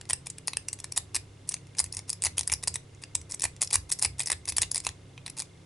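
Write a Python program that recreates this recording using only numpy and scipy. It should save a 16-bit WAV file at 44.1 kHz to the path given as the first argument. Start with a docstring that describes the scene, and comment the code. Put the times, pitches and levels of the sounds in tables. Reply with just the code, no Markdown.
"""In a small room, over a bench, a steel rake is scrubbed across the pins of a hand-held brass padlock.
Each pin snap excites short damped modes of pins, shell, body and grip, amid a chatter of smaller snaps.
Rasps are trains of tiny slips in the same modes; jolts through the wrists ring low bench modes.
Behind them lie shaped room noise, a machine's wavering harmonic hum and its faint regular ticking.
A decaying spray of echoes answers the lock, and a nearby phone cuts the top of the stereo sound steeply."""
import sys
import numpy as np
from scipy import signal
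from scipy.fft import rfft, irfft, next_fast_len
from scipy.io import wavfile
from scipy.ndimage import uniform_filter1d

SR = 44100
rng = np.random.default_rng(int(sys.argv[2]) if len(sys.argv) > 2 else 0)


def pcm_store(signal):
    """Save signal as 16-bit PCM."""
    levels = np.round(np.clip(np.atleast_2d(signal), -1, 1) * 32767)
    wavfile.write(sys.argv[1], SR, levels.astype(np.int16).T)


N = 249165

# Spectral density of the room noise: f/Hz, level/dB per Hz
AIR_SPECTRUM = [(25, -87), (50, -83), (90, -75), (160, -80), (200, -87), (280, -85), (450, -86), (650, -94),
                (1000, -97), (1600, -101), (3200, -102), (4500, -104), (7000, -106), (11000, -109)]
# Partials of the machine hum: f/Hz, central rms level/dB
HUM_PARTIALS = [(33.3, -71), (100, -55), (133.3, -58), (166.7, -62), (266.6, -71), (300, -69), (366.6, -74)]
# Damped modes of one tick: t/s into the tick period, f/Hz, central level/dB, t60/s
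TICK_MODES = [(.011, 3500, -58, .028), (.011, 3790, -60, .022), (.012, 2800, -59, .025),
              (.029, 2110, -60, .06)]
# Jolts of the bench: t/s, relative level/dB
BENCH_JOLTS = [(0.112, -44), (0.285, -49.5), (0.532, -48), (0.861, -50), (0.977, -47), (1.155, -44),
               (1.816, -41.5), (1.965, -46), (2.251, -38), (2.375, -42), (2.494, -37), (2.673, -38),
               (3.155, -38), (3.431, -38), (3.754, -34.5), (4.055, -34.5), (4.325, -39.5), (4.485, -39),
               (4.589, -37.5), (4.879, -42)]
# Modes of the bench top: central f/Hz, relative level/dB, t60/s
BENCH_MODES = [(67.8, -3, 0.46), (84.7, 6.5, 0.21), (104, -4.5, 0.12)]
# Rasps of the rake sliding up onto a pin: start t/s, relative level/dB
RAKE_RASPS = [(.091, -39.5), (.258, -51), (.96, -39), (1.474, -57), (1.506, -49.5), (1.768, -52),
              (1.932, -50), (1.971, -48.5), (2.077, -56.5), (2.369, -44.5), (2.626, -45), (3.017, -54.5),
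              (3.294, -52.5), (3.331, -48), (3.608, -40), (3.724, -36), (3.89, -46.5), (4.014, -40.5),
              (4.182, -48.5), (4.474, -39.5), (4.612, -35), (4.836, -53.5), (5.367, -47)]
# Pin snaps: t/s, relative level/dB, body knock level/dB relative to the snap
PIN_SNAPS = [(.012, -33, -4), (0.054, -46.5, 1), (0.099, -19, -10.5), (.107, -19.5, -3),
             (0.1323, -11.5, -13.5), (0.269, -22.5, -11.5), (.3012, -24, -20), (.383, -32, -9),
             (0.4734, -17, -32), (0.4806, -12.5, -12), (.5337, -28.5, 2.5), (.57, -14.5, -9.5),
             (0.6848, -20, -12.5), (.73, -18.5, -16.5), (.7888, -39, -4), (0.8015, -29, -13.5),
             (0.8426, -22, -9.5), (0.9221, -21, -17), (0.9729, -15.5, -27), (0.9761, -9.5, -15.5),
             (1.1461, -16, -13.5), (1.154, -13, -18.5), (1.1633, -13.5, -8), (1.4906, -13.5, -27),
             (1.5204, -23, -13), (1.5406, -16.5, -16.5), (1.566, -49, 9.5), (1.669, -48.5, -4),
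             (1.75, -48.5, 5), (1.785, -16.5, -13), (1.7921, -10.5, -24), (1.801, -10, -15.5),
             (1.8414, -21, -16.5), (1.8614, -34, -9), (1.9252, -20.5, -28), (1.948, -26, -21),
             (1.9685, -20, -17.5), (1.991, -27, -7.5), (2.0943, -19.5, -15), (2.1017, -14, -28),
             (2.1296, -19, -18.5), (2.2212, -15.5, -15.5), (2.238, -11, -17), (2.2491, -13, -17.5),
             (2.2559, -14.5, -13), (2.2668, -17, -4), (2.381, -11.5, -11.5), (2.3925, -15.5, -15),
             (2.4098, -21, -11.5), (2.432, -30, -12), (2.4756, -13, -20), (2.4981, -25.5, -1),
             (2.5186, -12.5, -13.5), (2.5246, -12, -11), (2.5367, -12, -21), (2.637, -21.5, -11.5),
             (2.6747, -16, -11), (2.68, -12.5, -22), (2.7412, -23.5, -18), (2.757, -17, -8.5),
             (2.9482, -49, -5), (3.037, -28, -5), (3.1521, -11, -15), (3.2146, -37.5, -11),
             (3.3114, -26.5, -19), (3.321, -21.5, -19.5), (3.3453, -21, -25), (3.3961, -26.5, -13),
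             (3.407, -31.5, -8), (3.4202, -16.5, -15.5), (3.4339, -21.5, -7), (3.4396, -10.5, -14),
             (3.4532, -15, -7), (3.5642, -42, -4.5), (3.6175, -10.5, -16), (3.6262, -16, -12.5),
             (3.6338, -19, -22), (3.646, -26, -21.5), (3.6742, -26.5, -21), (3.705, -29, -14),
             (3.7095, -24, -8.5), (3.73, -13, -27), (3.74, -12, -15.5), (3.743, -14, -10.5),
             (3.7545, -22, -10), (3.7558, -7.5, -12), (3.917, -12.5, -13), (3.923, -14.5, -35),
             (3.9298, -24.5, -14), (3.9886, -28, -21), (3.9946, -21, -19), (4.0246, -8.5, -20),
             (4.0317, -15, -11), (4.048, -10, -13.5), (4.0505, -15.5, -3), (4.195, -17, -14.5),
             (4.2034, -15, -8.5), (4.221, -24, -16), (4.2339, -28, -13), (4.2594, -19.5, -20),
             (4.272, -16.5, -14.5), (4.2833, -29.5, -7), (4.3006, -16, -5), (4.3177, -10.5, -10),
             (4.328, -34.5, 12), (4.4549, -28, -10), (4.4877, -14.5, -24), (4.4934, -16, -18),
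             (4.499, -19, -23), (4.5223, -25.5, -8), (4.5673, -13.5, -16), (4.5825, -10.5, -10),
             (4.618, -14, -8.5), (4.6223, -11.5, -24.5), (4.631, -22, 2.5), (4.7153, -10.5, -25.5),
             (4.7458, -15.5, -17.5), (4.758, -14.5, -13), (4.7688, -20.5, -13.5), (4.7788, -17.5, -15.5),
             (4.802, -24, -13), (4.849, -24, -9.5), (4.8671, -16, -2.5), (4.89, -26, -5),
             (5.1776, -49, 15.5), (5.2625, -27.5, -2), (5.2791, -32, -1), (5.2992, -29, -11),
             (5.3856, -26, -15), (5.394, -20.5, -19), (5.4009, -18.5, -11.5), (5.4206, -26, -7)]
# Modes of the lock: central f/Hz, relative level/dB, t60/s of a full snap,
# part (rounded: 0 body, 1 shell, 2 pins, 3 grip)
LOCK_MODES = [(410, -7.5, 0.0096, 3), (676, -13.5, 0.015, 3), (940, 5, 0.0088, 3), (1983, 2, 0.014, 0),
              (2547, 2.5, 0.017, 0), (3707, 9, 0.0059, 0), (4720, 0, 0.0066, 1.5), (5403, 5, 0.007, 1),
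              (6710, 3.5, 0.0081, 1), (8293, 8.5, 0.0061, 2), (8880, 4, 0.008, 2), (9584, 2.5, 0.0068, 2),
              (10180, 7, 0.0063, 2), (10920, 2, 0.0095, 2)]

TICK_HZ = 24.99
ROOM_T60_S, ROOM_DB, ROOM_LOWPASS_HZ = 0.18, -17.5, 6000
RASP_S = 0.013
# shell level relative to the snap at -15 dB, its change per dB of snap, and its random spread
SHELL_DB, SHELL_DB_PER_DB, SHELL_SCATTER_DB = -9, -.25, 1.5
TOP_HZ = 10950


def undb(db):
    """An amplitude ratio is ten to the power of its level in dB over twenty."""
    return 10 ** (np.asarray(db) / 20)


def decay(t, t60):
    """Exponential damping lowers the amplitude by 60 dB in each t60."""
    return np.exp(-np.log(1000) * t / t60)


def ring(when, gains, hz, t60, rise_s, spread, size):
    """Modal superposition: each blow excites damped sines, slightly detuned, through a short push."""
    t = np.arange(size) / SR
    modes = len(hz)
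    chance = rng.standard_normal((len(when), 2 * modes))
    out = np.zeros(N + size)
    envelope = decay(t, np.array(t60)[:, None]) * (1 - np.exp(-t / rise_s))
    for s, gain, c in zip(when, gains, chance):
        pitch = np.array(hz) * (1 + spread * c[:modes])
        phase = np.pi * c[modes:, None]
        waves = np.sin(2 * np.pi * pitch[:, None] * t + phase)
        i = int(np.clip(s * SR, 0, N - 1))
        out[i:i + size] += gain @ (envelope * waves)
    return out[:N]


def walk(rate):
    """Twice-averaged random steps form a slow wander, scaled to unit standard deviation."""
    k = int(SR / rate)
    steps = np.repeat(rng.standard_normal(N // k + 1), k)
    smooth = uniform_filter1d(uniform_filter1d(steps, k), k)[:N]
    return smooth / smooth.std()


def air():
    """Spectrally shaped noise whose two channels are coherent in the bass and less so in the treble."""
    size = next_fast_len(N)
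    f = np.maximum(np.arange(size // 2 + 1) * SR / size, 1)
    table_hz, table_db = np.transpose(AIR_SPECTRUM)
    level_db = np.interp(np.log(f), np.log(table_hz), table_db)
    shape = np.sqrt(SR / 2) * undb(level_db)  # density per Hz to white-noise gain
    apart = np.clip(f / 900, .09, .6)
    mid = irfft(rfft(rng.standard_normal(size)) * shape, size)[:N]
    side = irfft(rfft(rng.standard_normal(size)) * shape * apart, size)[:N]
    return mid + np.outer([1, -1], side)


def machine():
    """Rotation gives a hum near multiples of one shaft rate; a periodic impulse rings damped tick modes."""
    t = np.arange(N) / SR
    out = np.zeros(N)
    for hz, db in HUM_PARTIALS:
        amplitude = np.sqrt(2) * undb(db + 2.7 * walk(6.2))  # rms to peak
        out += amplitude * np.sin(2 * np.pi * (hz * t + rng.random()))
    for at, hz, db, t60 in TICK_MODES:
        age = (t - at) % (1 / TICK_HZ)
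        envelope = decay(age, t60) * (1 - np.exp(-age / .001))
        out += undb(db + 2 * walk(12)) * envelope * np.sin(2 * np.pi * hz * age)
    return out


def bench():
    """Low modes with a slow push: the wrists jolt the bench top, which booms low and late."""
    s, db = np.transpose(BENCH_JOLTS)
    hz, mode_db, t60 = np.transpose(BENCH_MODES)
    gains = undb(db[:, None] + mode_db + 1)
    return ring(s, gains, hz, t60, rise_s=0.013, spread=0.07, size=12000)


def room(x):
    """Reverberation is convolution with dull, decaying noise, independent in the two channels."""
    t = np.arange(int(.4 * SR)) / SR
    onset = np.clip(t / 0.0082 - .5, 0, 1)
    tail = rng.standard_normal((2, len(t))) * decay(t, ROOM_T60_S) * onset
    tail = signal.lfilter(*signal.butter(1, ROOM_LOWPASS_HZ, fs=SR), tail)
    energy = (tail ** 2).sum(axis=1, keepdims=True)
    tail = undb(ROOM_DB) * tail / np.sqrt(energy)
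    return signal.fftconvolve(x[None], tail, axes=1)[:, :N]


def rasp(count=24):
    """Stick-slip: tiny slips of steel on brass swell as the rake bites, and barely stir the body."""
    s, db = np.transpose(RAKE_RASPS)
    hz, mode_db, t60, part = np.transpose(LOCK_MODES)
    along = rng.random((len(s), count))  # fraction of the rasp
    slip_db = db[:, None] - 9.0 + 6 * along + rng.uniform(-1.7, 10, along.shape)
    part_db = np.array([-11.5, -1.5, -3, -9.5])[np.round(part).astype(int)]
    colour_db = rng.uniform(-7, 7, along.shape + (len(hz),))
    gains = undb(slip_db[..., None] + mode_db + part_db + colour_db).reshape(-1, len(hz))
    when = (s[:, None] + along * RASP_S).ravel()
    return ring(when, gains, hz, t60, rise_s=0.00026, spread=0.048, size=350)


def snap_gains():
    """Energy sharing: each contact point divides a snap differently among the modes of a part."""
    s, db, body_db = np.transpose(PIN_SNAPS)
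    hz, mode_db, t60, part = np.transpose(LOCK_MODES)
    part = np.round(part).astype(int)
    # harder snaps favour the pins over the shell, and shake the grip more
    scatter_db = SHELL_SCATTER_DB * rng.standard_normal(len(s))
    shell_db = SHELL_DB + SHELL_DB_PER_DB * (db + 15) + scatter_db
    grip_db = body_db - 7 + .3 * (db + 15)
    pins_db = np.full_like(db, -7)
    part_db = np.array([body_db - 5.5, shell_db, pins_db, grip_db]).T[:, part]
    # random shares with unit mean square within each part
    share = undb(4.0 * rng.standard_normal((len(s), len(hz))))
    same = part[:, None] == part
    mean_square = share ** 2 @ same / same.sum(axis=0)
    share = share / np.sqrt(mean_square)
    return share * undb(db[:, None] + part_db + mode_db)


def chatter(s, gains, hz, t60, count):
    """Repeated small impacts of pins, springs and dragging rake cluster around each snap and die away."""
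    # between close pins the rake keeps scraping; after a lone snap the chatter dies fast
    dragging = np.append(np.diff(s), 1)[:, None] < .02
    late = rng.uniform(-0.0046, 0.014, (len(s), count))  # s after the snap
    fall_db_per_s = np.where(dragging, 500, 1400)
    fall_db = np.where(late < 0, 4500 * late, -late * fall_db_per_s)
    small_db = -15.5 + fall_db + rng.uniform(-16.0, 8.0, late.shape)
    colour_db = rng.uniform(-7, 7, late.shape + (len(hz),))
    small = gains[:, None] * undb(small_db[..., None] + colour_db)
    when = (s[:, None] + late).ravel()
    return ring(when, small.reshape(-1, len(hz)), hz, 0.7 * t60, rise_s=0.0001, spread=0.072, size=350)


def lock(count=24):
    """Impulsive excitation: pin snaps ring the lock's modes inside a dense chatter."""
    s = np.transpose(PIN_SNAPS)[0]
    hz, _, t60, _ = np.transpose(LOCK_MODES)
    gains = snap_gains()
    snaps = ring(s, gains, hz, t60, rise_s=.00035, spread=.07, size=800)
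    return snaps + chatter(s, gains, hz, t60, count)


def scene():
    """Superposition: filtered and delayed lock sound sets its stereo lean; the background leans right."""
    background = undb([[-.3], [.3]]) * (bench() + machine() + air())
    near = lock() + rasp()
    dull = signal.lfilter(*signal.butter(2, 3000, fs=SR), near)
    delayed = np.roll(near, 9)  # 9 samples
    side = 0.019 * near - 0.091 * dull + 0.11 * delayed
    return background + room(near) + near + np.outer([1, -1], side)


def record(dry):
    """Band limiting: two steep low-pass filters in the phone cut the top."""
    cut = signal.sosfilt(signal.cheby1(10, .5, TOP_HZ, fs=SR, output="sos"), dry)
    return signal.sosfilt(signal.ellip(6, .2, 30, 12200, fs=SR, output="sos"), cut)


dry = scene()
out = record(dry)
pcm_store(out)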